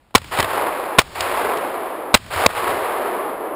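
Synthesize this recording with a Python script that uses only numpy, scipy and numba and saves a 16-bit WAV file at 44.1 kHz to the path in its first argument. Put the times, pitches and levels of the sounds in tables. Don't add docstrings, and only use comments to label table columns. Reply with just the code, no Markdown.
import sys
import numpy as np
from scipy import signal
from scipy.fft import rfft, irfft
from scipy.io import wavfile
from scipy.ndimage import uniform_filter1d, minimum_filter1d
from numba import njit

SR = 44100
rng = np.random.default_rng(int(sys.argv[2]) if len(sys.argv) > 2 else 0)


def to_wav(sig):
    pcm = np.clip(np.atleast_2d(sig), -1, 1) * 32767
    pcm = np.round(pcm).astype(np.int16)
    wavfile.write(sys.argv[1], SR, pcm.T)


N = 156555

# t/s, blast level/dB, blast length/s, echo level/dB,
# head start of the echo/s, hammer tick level/dB, pressure swing level/dB
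SHOTS = [(0.1496, 18, 0.01, 1, 0.0043, -18, 7), (0.9853, 24.5, 0.0087, 0.5, 0.00087, -19, 5.5),
         (2.1413, 22.5, 0.0107, 3.5, 0.0036, -19, 9), (2.4615, 22.5, 0.00432, -2.5, 0.14, -70, -3)]

# f/Hz, density/dB per Hz
AIR_SPECTRUM = [(18, -27), (30, -1), (393, -19), (668, -18), (892, -18), (1240, -23), (3370, -30),
                (6000, -36), (7800, -63), (13200, -120)]
AIR_DB = -56

# t/s, level/dB, brightness/dB per octave, thud against the shoulder/dB
CLACKS = [(0.107, -45, -7, -60), (0.1785, -0.5, 9, -16), (0.217, -3, -4, -52), (0.243, -4, -3, -32),
          (0.3879, 1, -6.5, -18), (0.3975, 3, -5, -16), (0.4028, 7, -1.5, -24), (0.426, -8.5, -15, -17),
          (0.444, -2, -6.5, -20), (1.016, 4.5, 2, -33), (1.2067, 1.5, 4, -15.5), (1.572, -18.5, -1, -49),
          (2.171, 0.5, 9, -35), (2.263, -8, -5, -36), (2.359, -26, -26, -11.5)]
# f/Hz, level/dB, t60/s
ACTION_MODES = [(1050, 0, .012), (1650, -2, .01), (2300, -2, .008), (3240, -2, .007), (4200, -2, .006),
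                (5070, -4, .005)]
CRACK_DB, CRACK_S, CRACK_SPLIT_HZ = -3.5, 0.0018, 2600
THUD_HZ, THUD_T60_S = 87, 0.18

# f/Hz, level/dB, t60/s
HAMMER_MODES = [(1000, 0, .016), (1350, -8, .01), (2900, -8, .004), (3700, -11, .004), (5000, -16, .003)]
HAMMER_LEAD_S = .0062
# f/Hz, density/dB per Hz
GAS_SPECTRUM = [(240, -25), (400, -1), (687, -1.5), (1170, -6.5), (1590, -6.5), (2390, -0.5), (2950, -13.5),
                (3560, -7), (4020, -7), (4850, -13.5), (5600, -0.5), (7280, -87), (12300, -120)]
# f/Hz, level/dB, t60/s
PUSH_MODES = [(237.5, -3, 0.052), (1079, 1.5, 0.056)]
# f/Hz, level/dB, t60/s
SWING_MODES = [(95.5, 9, 0.032)]
SWING_LEAD_S = .0008
BLAST_RISE_S, BLAST_START_DB, BLAST_FALL_S = .0035, -32, .0006

BOOM_HZ, BOOM_WIDTH_HZ = 89, 40
RUMBLE_HZ, RUMBLE_DB = 111, 0
BOOM_DB, BOOM_T60_S = -26, 0.87
BOOM_LATE_DB, BOOM_LATE_T60_S = -47, 3.05

# delay/s, level/dB, brightness/dB per octave around 500 Hz
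ECHO = [(0, -9.5, 7.5), (0.013, -9, 9.5), (0.034, -5, 1.5), (0.047, -33.5, 7.5), (0.164, -43.5, 8.5),
        (0.169, -17.5, 2.5), (0.199, -18.5, 3), (0.259, -13, 1.5), (.31, -17, 0.5), (.38, -21, 0.3),
        (.5, -20.5, -1.5), (0.701, -25, -1.73), (0.998, -26, -3.5), (1.5, -28, -6), (3.5, -97, -32)]
# f/Hz, density/dB per Hz
FOREST_SPECTRUM = [(88, -62.5), (150, -27.5), (222, -18.5), (279, -13), (361, -4), (569, -2), (758, -1),
                   (1120, -1.5), (1450, -7.5), (2120, -11), (4010, -22), (5600, -26), (7280, -68.5),
                   (12300, -120)]
TREE_LINE_S, ECHO_BUILD_S = .165, .008
AIR_LOSS_DB_PER_S = 0.03
ROLL_DB, ROLL_PER_S = 1.1, 12
TRUNKS_PER_S, TRUNK_S = 160, 0.0033
TRUNK_SHARE, SMOOTH_AFTER_S = 0.44, 1

DUCK_DB_PER_S, RECOVER_DB_PER_S, DUCK_ABOVE = 2492, 74, 1
MIC_LOW_HZ, SAMPLER_EDGE_HZ, TOP_HZ = 49.5, 5610, 15500


def undb(db):
    return 10 ** (np.asarray(db, float) / 20)


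def unit(x):
    return x / np.sqrt(np.mean(x ** 2))


def shape(table, hz):
    f, db = np.array(table, float).T
    return undb(np.interp(np.log(np.maximum(hz, 1)), np.log(f), db, left=-60, right=-60))


def colour(x, table):
    hz = np.arange(len(x) // 2 + 1) * SR / len(x)
    return unit(irfft(rfft(x) * shape(table, hz), len(x)))


def lowpass(x, order, hz):
    return signal.sosfilt(signal.butter(order, hz, fs=SR, output="sos"), x)


def ring(modes, t):
    u = np.maximum(t, 0)
    out = 0
    for hz, db, t60 in modes:
        decay = np.exp(-np.log(1000) * u / max(t60, .002))
        out = out + undb(db) * np.sin(2 * np.pi * hz * u) * decay
    return (t > 0) * out


def walk(rate):
    k = int(SR / rate)
    return uniform_filter1d(np.repeat(rng.standard_normal(N // k + 1), k), k)[:N]


def quiet_air():
    return undb(AIR_DB) * colour(rng.standard_normal(N), AIR_SPECTRUM)


def action(t):
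    out, noise = np.zeros(N), rng.standard_normal(N)
    dull = lowpass(noise, 2, CRACK_SPLIT_HZ)
    crisp = noise - dull
    detune = 1 + 0.013 * rng.standard_normal((len(CLACKS), len(ACTION_MODES)))
    for (at, db, bright, thud_db), factors in zip(CLACKS, detune):
        start = int(at * SR)
        s = slice(start, start + SR // 4)
        u = t[s] - at
        modes = [(hz * k, level + bright * np.log2(hz / 2000), t60)
                 for (hz, level, t60), k in zip(ACTION_MODES, factors)]
        steel = ring(modes, u) / len(ACTION_MODES)
        swell = np.e * u / CRACK_S * np.exp(-u / CRACK_S)
        crack = undb(CRACK_DB) * swell * (undb(-bright) * dull[s] + undb(bright) * crisp[s])
        thud = ring([(THUD_HZ, thud_db, THUD_T60_S)], u)
        out[s] += undb(db) * (steel + crack) + thud
    return out


def blasts(t):
    gas, out = colour(rng.standard_normal(N), GAS_SPECTRUM), 0
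    for at, db, length, _, _, tick_db, swing_db in SHOTS:
        u = t - at
        rise = (u > 0) * undb(BLAST_START_DB * np.clip(1 - u / BLAST_RISE_S, 0, 1))
        fall = np.exp(-np.clip(u - length, 0, 1) / BLAST_FALL_S)
        blast = undb(db) * rise * fall * (gas + ring(PUSH_MODES, u))
        tick = undb(tick_db) * ring(HAMMER_MODES, u + HAMMER_LEAD_S)
        swing = undb(swing_db) * ring(SWING_MODES, u - length + SWING_LEAD_S)
        out = out + blast + tick - swing
    return out


def boom(t):
    edges = [BOOM_HZ - BOOM_WIDTH_HZ / 2, BOOM_HZ + BOOM_WIDTH_HZ / 2]
    band = signal.butter(1, edges, "band", fs=SR, output="sos")
    noise = unit(signal.sosfilt(band, rng.standard_normal(N)))
    noise = noise + undb(RUMBLE_DB) * unit(lowpass(rng.standard_normal(N), 2, RUMBLE_HZ))

    def fade(u, db, t60):
        return (u > 0) * undb(2 * (db - 60 * np.maximum(u, 0) / t60))

    power = 0
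    for at, _, _, echo_db, _, _, swing_db in SHOTS:
        power = power + fade(t - at, BOOM_DB + swing_db, BOOM_T60_S)
        power = power + fade(t - at, BOOM_LATE_DB + echo_db, BOOM_LATE_T60_S)
    return noise * np.sqrt(power)


def trunk_noise(t):
    chance, size = rng.random((N, 2)).T
    burst = np.exp(-np.arange(SR // 50) / (TRUNK_S * SR))
    clumps = signal.fftconvolve(size * (chance < TRUNKS_PER_S / SR), burst)[:N]
    arrive = [shot[0] + TREE_LINE_S - shot[4] for shot in SHOTS]
    since = t - np.array([-1] + arrive)[np.searchsorted(arrive, t)]
    share = np.clip(TRUNK_SHARE * (1 - since / SMOOTH_AFTER_S), 0, 1)
    power = share * np.abs(clumps) / clumps.mean() + 1 - share
    return np.sqrt(power) * rng.standard_normal(N)


def forest(t):
    delay, level_db, bright = np.array(ECHO).T
    rolling = colour(trunk_noise(t), FOREST_SPECTRUM) * undb(ROLL_DB * walk(ROLL_PER_S))
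    spec = rfft(rolling)
    octave = np.log2(np.maximum(np.arange(len(spec)) * SR / N, 1) / 1000)
    out = 0
    for mid in range(-3, 4):
        band = irfft(spec * np.clip(1 - np.abs(octave - mid), 0, 1), N)
        air_loss_db = AIR_LOSS_DB_PER_S * delay * 2. ** (2 * mid)
        curve_db = level_db + bright * max(mid + 1, -1) - air_loss_db
        power = 0
        for at, _, _, echo_db, head_start, _, _ in SHOTS:
            build = np.clip((t - at) / ECHO_BUILD_S, 0, 1) ** 10
            db = echo_db + np.interp(t - at + head_start, delay, curve_db)
            power = power + build * undb(2 * db)
        out = out + band * np.sqrt(power)
    return out


def scene():
    t = np.arange(N) / SR
    return (quiet_air() + action(t) + blasts(t) + boom(t) + forest(t))[None]


@njit
def duck(peak, above, down, up):
    gain, g = np.empty(len(peak)), 1.
    for i in range(len(peak)):
        g = g * down if peak[i] * g > above else min(g * up, 1.)
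        gain[i] = g
    return gain


def record(dry):
    peak = -minimum_filter1d(-np.abs(dry[0]), size=41, origin=20)
    down, up = float(undb(-DUCK_DB_PER_S / SR)), float(undb(RECOVER_DB_PER_S / SR))
    gain = duck(peak, 1. * DUCK_ABOVE, down, up)
    x = np.clip(dry[0] * gain, -1, 1)
    x = signal.sosfilt(signal.butter(1, MIC_LOW_HZ, "high", fs=SR, output="sos"), x)
    x = signal.sosfiltfilt(signal.butter(6, SAMPLER_EDGE_HZ, fs=SR, output="sos"), x)
    held = np.repeat(signal.resample_poly(x, 40, 147), 4)
    x = signal.resample_poly(held, 147, 160)
    x = np.clip(np.roll(np.resize(x, N), -1), -1, 1)
    return signal.sosfilt(signal.ellip(10, .1, 75, TOP_HZ, fs=SR, output="sos"), x)[None]


dry = scene()
out = record(dry)
to_wav(out)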